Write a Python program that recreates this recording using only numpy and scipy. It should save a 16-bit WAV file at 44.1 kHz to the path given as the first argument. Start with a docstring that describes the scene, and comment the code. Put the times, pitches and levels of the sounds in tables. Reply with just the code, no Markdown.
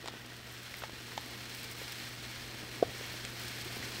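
"""Rice runs from the cut corner of a plastic sack onto the heap in a plastic bin, in a small kitchen.
Thousands of tiny hits blend into a hiss over a low patter, and grains tick brightly as they bounce.
The sack's creases snap as it empties. Once its wall buckles with a dull thump and the rice inside
settles. An appliance hums behind it all, over the low rumble of the room."""
import sys
import numpy as np
from scipy import signal
from scipy.fft import rfft, irfft
from scipy.io import wavfile

SR = 44100
rng = np.random.default_rng(int(sys.argv[2]) if len(sys.argv) > 2 else 0)


def store_wav(level_fs):
    """Save 16-bit WAV to argv[1]."""
    pcm = np.round(np.clip(np.atleast_2d(level_fs), -1, 1) * 32767)
    wavfile.write(sys.argv[1], SR, pcm.T.astype(np.int16))


N = 176400
T = np.arange(N) / SR

# how the bright ticking rises and falls: t/s, level/dB
TICK_LEVELS = [(0, -76), (.45, -66), (.53, -59), (.7, -64), (.79, -56), (.9, -72), (1.02, -60),
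               (1.45, -62.5), (1.57, -56), (1.8, -57), (1.9, -54.5), (2.2, -61), (2.85, -62), (2.97, -58),
               (3.32, -60.5), (3.45, -52.5), (3.62, -55.3), (4, -57.5)]
# ring of a bouncing grain: f/Hz, level/dB
BOUNCE_TONE = [(800, -20), (2500, -8), (5000, 7), (7000, -4), (8500, 3), (10300, -6.5), (12200, 0.5),
               (13500, -10), (15500, -2.5)]
GRAINS_PER_S, GRAIN_SPREAD_DB = 9000, 2.5


def from_db(db):
    """Turn decibels into a number to multiply a sound by."""
    return 10 ** (np.asarray(db) / 20)


def rms_one(x):
    """Scale a sound so that its average strength (rms) is 1."""
    return x / np.sqrt(np.mean(x ** 2) + 1e-20)


def peak_one(x):
    """Scale a sound so that its highest peak is 1."""
    return x / np.max(np.abs(x))


def curve(rows):
    """Join rows of (time, value) with straight lines."""
    return np.interp(T, *np.transpose(rows))


def dying(t60):
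    """A fade that starts at 1 and falls by 60 dB in t60 seconds, the fade time."""
    return np.exp(-np.minimum(np.log(1000) * T / t60, 50))


def at(start_s, x):
    """Delay a sound so that it begins at start_s."""
    return np.concatenate([np.zeros(max(int(start_s * SR), 0)), x])[:N]


def drift(rate_hz):
    """A slow random wander, about 1 in size."""
    pole = np.exp(-2 * np.pi * rate_hz / SR)
    wander = signal.lfilter([1], [1, -2 * pole, pole * pole], rng.standard_normal(N + SR))
    return rms_one(wander[SR:])


def colour(x, tone, size=8192):
    """Make a sound's lows and highs louder or softer, following rows of (frequency, level)."""
    hz, db = np.transpose(tone)
    bins_hz = np.maximum(np.fft.rfftfreq(size, 1 / SR), 1)
    gains = from_db(np.interp(np.log(bins_hz), np.log(hz), db))
    # minimum phase: the ring comes after each hit, never before it
    cepstrum = irfft(np.log(gains))
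    cepstrum[1:size // 2] *= 2
    cepstrum[size // 2 + 1:] = 0
    ring = irfft(np.exp(rfft(cepstrum)))
    return signal.fftconvolve(x, ring)[:N]


def mode(hz, t60):
    """One pure note of a struck object, fading away."""
    return np.sin(2 * np.pi * hz * T) * dying(t60)


def moments(per_s):
    """Mark random instants, on average per_s of them a second."""
    return rng.random(N) < per_s / SR


def impacts(per_s, spread_db):
    """Random clicks, many small and a few large."""
    sizes = from_db(spread_db * np.minimum(rng.exponential(1, N), 3.7))
    return sizes * rng.choice([-1, 1], N) * moments(per_s)


def shower(level_db, tone, per_s, spread_db, surge_db):
    """Grains land in an uneven stream; the stronger it runs, the more hits there are each second."""
    power = from_db(level_db + surge_db * drift(rate_hz=22)) ** 2
    hits = impacts(per_s * power / power.mean(), spread_db)
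    return np.sqrt(power.mean()) * rms_one(colour(hits, tone))


def flurries(per_s=56, t60=.03):
    """Grains bounce in flurries: a curve around 0 that jumps up at random and quickly falls back."""
    starts = moments(per_s) * rng.uniform(.5, 1, N)
    swell = signal.fftconvolve(starts, dying(t60))[:N]
    return rms_one(swell - swell.mean())


def heap_hiss(flurry):
    """The stream hisses on the heap, and its tone changes as the rice gets deeper."""
    # strength of the stream: t/s, level/dB
    flow = [(0, -51), (.2, -51.5), (.45, -52), (.6, -50), (1.05, -49.3), (1.3, -47.5), (1.5, -48),
            (1.7, -47.5), (1.9, -46), (2.15, -47.5), (2.3, -47.5), (2.55, -48), (2.84, -47.5), (3.1, -45),
            (3.32, -47.5), (3.42, -44), (3.7, -45.5), (3.85, -44), (4, -44.5)]
    # grains that land on deep rice: t/s, share/0-1
    fill = [(0, 0.15), (.7, 0.63), (1.5, 1), (3, 0.8), (4, 1)]
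    # ring of a grain landing on the shallow heap: f/Hz, level/dB
    shallow_tone = [(300, -16), (700, -4.5), (1050, -7.5), (1550, 1.5), (1770, -0.5), (1900, 4),
                    (2180, -10), (2500, -1.5), (3250, -2.5), (3800, -5), (4150, -7.5), (4650, -8.5),
                    (5400, -8.5), (6000, -11.5), (7400, -17), (8300, -14.5), (9500, -21), (11000, -21.5),
                    (16000, -19)]
    # ring of a grain landing on the deep heap: f/Hz, level/dB
    deep_tone = [(300, -14), (700, -6), (1050, -7.5), (1400, -3), (1580, -1.5), (1700, -0.5), (1880, 0),
                 (2060, -2), (2180, 3.5), (2290, -1.5), (2370, 1.3), (2520, -2), (2840, -1.5), (2960, -3.5),
                 (3250, -0.5), (3850, -4.5), (4150, 0.5), (4600, -4.5), (5450, -5), (6000, -8.5),
                 (7400, -12.5), (8300, -12), (9500, -17.5), (11000, -18.5), (16000, -17.5)]
    level_db = curve(flow) + 1 + 0.26 * flurry
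    deep = curve(fill)
    return sum(np.sqrt(share) * shower(level_db, tone, GRAINS_PER_S, GRAIN_SPREAD_DB, surge_db=0.97)
               for share, tone in [(1 - deep, shallow_tone), (deep, deep_tone)])


def ticks(flurry):
    """Bouncing grains tick brightly, more of them in each flurry."""
    level_db = curve(TICK_LEVELS) - 2.5 + 2 * flurry
    return shower(level_db, BOUNCE_TONE, per_s=2600, spread_db=3.5, surge_db=1.3)


def patter():
    """The heap and the bin boom softly under the falling grains."""
    # how the patter rises and falls: t/s, level/dB
    levels = [(0, -54), (.7, -57), (1.1, -52), (2.2, -54), (2.8, -49.5), (3.1, -50.5), (3.55, -53),
              (3.75, -49), (4, -48)]
    # boom of the heap and bin: f/Hz, level/dB
    boom_tone = [(90, -15), (170, -9), (240, 2.5), (285, -1.5), (345, 2.5), (410, -2.5), (460, -1),
                 (550, -7.5), (750, -9.5), (1200, -11), (3000, -64)]
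    return shower(curve(levels) - 2.5, boom_tone, per_s=1200, spread_db=2, surge_db=0.85)


def stray_grains(per_s=75, range_db=9):
    """Lone grains jump off the heap and click on the wall, each with a tiny rattle."""
    # ring of a lone grain on the wall: f/Hz, level/dB
    stray_tone = [(2000, -22), (6000, -8), (8300, 1.5), (10000, -3.5), (12000, 1.5), (15500, 0.5)]
    clicks = moments(per_s) * from_db(-range_db * rng.random(N))
    rattles = signal.fftconvolve(clicks, dying(t60=0.0065))[:N] * rng.standard_normal(N)
    return from_db(curve(TICK_LEVELS) - 3) * rms_one(colour(rattles, stray_tone))


def hum_and_rumble(waver_db=0.55, rise_db_per_s=1.5):
    """An appliance hums and the room rumbles, both slowly growing louder."""
    # notes of the hum, halfway through the scene: f/Hz, level/dB
    hum_notes = [(120, -54), (202, -70.5), (240, -65)]
    # tone of the room's rumble: f/Hz, level/dB
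    rumble_tone = [(15, -19), (35, -13), (55, 1), (75, 0.5), (100, -3), (160, -6), (400, -10.5),
                   (2000, -40.5), (16000, -31)]
    hum = np.zeros(N)
    for hz, db in hum_notes:
        strength = np.sqrt(2) * from_db(db + waver_db * drift(rate_hz=3.2))
        hum += strength * np.sin(2 * np.pi * (hz * T + rng.random()))
    rumble = from_db(-57.5) * rms_one(colour(rng.standard_normal(N), rumble_tone))
    return (hum + rumble) * from_db(rise_db_per_s * (T - T.mean()))


def creases():
    """Each crease snaps, makes a patch of the sack ring with a pop, and leaves a brief flutter."""
    # creases giving way: t/s, pop level/dB, pop f/Hz, pop fade time/s,
    # overtones against the pop/dB, snap level/dB, flutter level/dB
    crease_events = [(0.0427, -33.5, 500, .011, -12, -57, -51), (0.0593, -34, 706, .0075, -3, -31, -40.5),
                     (0.0767, -34, 1950, 0.009, -4, -25.5, -45), (0.0825, -40, 1430, .008, -7, -27, -34),
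                     (0.138, -41, 425, 0.014, 2, -55, -55), (.7412, -29.5, 2130, .0091, -11, -50, -49),
                     (0.8207, -32.5, 1480, .012, -20, -52, -49), (0.822, -39, 440, 0.015, -8, -57, -46),
                     (0.8364, -30, 625, .014, 0, -54, -41), (0.8384, -39.5, 865, 0.06, -4, -54, -50),
                     (0.8957, -34, 890, 0.0076, -3, -47, -47), (.932, -34.5, 256, 0.024, -13, -55, -56),
                     (1.121, -31, 1830, 0.0078, -20, -48, -56),
                     (1.1776, -26.5, 860, 0.023, -7.5, -30, -35.5),
                     (1.816, -34.5, 470, 0.018, -12, -55, -52), (1.88, -35.5, 4900, .014, -20, -45, -45),
                     (2.631, -38.5, 203, 0.034, -3, -48, -42), (2.827, -36, 1130, 0.042, -15, -44, -39),
                     (3.011, -33, 500, 0.012, -12, -55, -51), (3.141, -35.5, 560, 0.015, -10, -55, -50),
                     (3.251, -31, 600, .0043, -8, -20.5, -56), (3.658, -39.5, 363, 0.1, -18, -55, -58),
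                     (3.768, -34, 390, .035, -24, -55, -56), (3.827, -32, 1960, .018, -20, -48, -45)]
    # higher notes of a pop: f/times the pop's, level/dB, fade time/times the pop's
    overtones = [(2.05, -1.5, 0.75), (2.55, 1, .5), (3.2, 0.5, 0.29)]
    # tone of a sharp snap: f/Hz, level/dB
    snap_tone = [(200, -8), (900, 0), (2300, 12), (4500, 0.5), (7000, 4), (8800, 3), (10800, -23),
                 (16000, -34)]
    # tone of the fluttering plastic: f/Hz, level/dB
    flutter_tone = [(150, -18), (600, 4.5), (2000, -5.5), (3800, -0.5), (6000, -10.5), (9000, -31),
                    (16000, -35)]
    click = 1.0 * (T == 0)
    snap = peak_one(colour(click, snap_tone))
    flutter = rms_one(colour(rng.standard_normal(N), flutter_tone))
    flutter_fade = dying(t60=.028)
    sack = np.zeros(N)
    for start_s, pop_db, hz, t60, overtone_db, snap_db, flutter_db in crease_events:
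        crunch = sum((-1) ** (k + 1) * from_db(db) * mode(ratio * hz, share * t60)
                     for k, (ratio, db, share) in enumerate(overtones))
        pop = mode(hz, t60) + from_db(overtone_db) * crunch
        sack += at(start_s, from_db(pop_db) * pop + from_db(snap_db) * snap)
        sack += at(start_s, from_db(flutter_db) * flutter_fade) * flutter
    return sack


def spatters():
    """Clumps of grains land together on the plastic in short, bright bursts."""
    # clumps landing: t/s, peak level/dB
    clumps = [(.26, -39), (.365, -39), (.535, -43), (.631, -38), (.783, -42), (1.496, -36), (1.547, -36),
              (1.641, -33), (1.72, -41), (1.776, -40), (1.879, -39), (1.921, -33), (2.086, -39),
              (2.733, -48), (2.898, -44), (2.98, -35), (3.48, -32.5), (3.612, -31), (3.723, -41),
              (3.906, -39)]
    bursts = np.zeros(N)
    for start_s, db in clumps:
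        hits = impacts(GRAINS_PER_S, GRAIN_SPREAD_DB) * dying(t60=0.033)
        bursts += at(start_s, from_db(db) * peak_one(colour(hits, BOUNCE_TONE)))
    return bursts


def thump(start_s=2.8248, low_hz=170, high_hz=692):
    """The sack's wall flips with a soft thump and a thin knock; the rice behind it stops the ring."""
    # notes of the sack's wall: f/Hz, level/dB, fade time/s
    wall_notes = [(138, -29, 0.022), (290, -9, 0.01), (471, 3.5, 0.01), (733, -3, 0.021)]
    ring = sum((-1) ** (k + 1) * from_db(db) * mode(hz, t60)
               for k, (hz, db, t60) in enumerate(wall_notes))
    dull = signal.sosfilt(signal.butter(8, high_hz, fs=SR, output="sos"), ring)
    thud = signal.sosfilt(signal.butter(2, low_hz, "high", fs=SR, output="sos"), dull)
    knock = mode(hz=1520, t60=0.037)
    direct = from_db(-11) * peak_one(thud) + from_db(-38) * knock
    floor_echo = from_db(-16) * at(0.00434, direct)
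    return at(start_s, direct + floor_echo)


def settling():
    """A soft, low rush comes each time the rice in the sack shifts."""
    # shifts of the rice: t/s, level/dB, rise time/s
    shifts = [(2.8248, -49, 0.0059), (3.73, -51, .07)]
    # tone of rice moving inside the sack: f/Hz, level/dB
    rush_tone = [(25, -18), (70, 12), (200, -1), (650, -24), (1200, -17), (4000, -52)]
    rush = rms_one(colour(impacts(GRAINS_PER_S, GRAIN_SPREAD_DB), rush_tone))
    swells = sum(at(start_s, from_db(db) * np.minimum(T / rise_s, 1) * dying(t60=0.77))
                 for start_s, db, rise_s in shifts)
    return rush * swells


def kitchen_echoes(x, first_echo_s=.004, t60=0.35, level_db=-20):
    """The kitchen throws the sound back as many close echoes that die away."""
    tail = at(first_echo_s, rng.standard_normal(N) * dying(t60))
    return from_db(level_db) * signal.fftconvolve(x, tail / np.linalg.norm(tail))[:N]


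def scene():
    """The rice, the sack and the kitchen, heard from one spot: both channels are the same."""
    flurry = flurries()
    rice = heap_hiss(flurry) + ticks(flurry) + patter() + stray_grains() + spatters()
    near = rice + creases() + thump() + settling()
    mono = near + kitchen_echoes(near) + hum_and_rumble()
    return np.array([mono, mono])


def record(dry):
    """Cut away the very highest treble."""
    cutoff_hz = 15720
    return signal.sosfilt(signal.ellip(12, .1, 70, cutoff_hz, fs=SR, output="sos"), dry)


dry = scene()
out = record(dry)
store_wav(out)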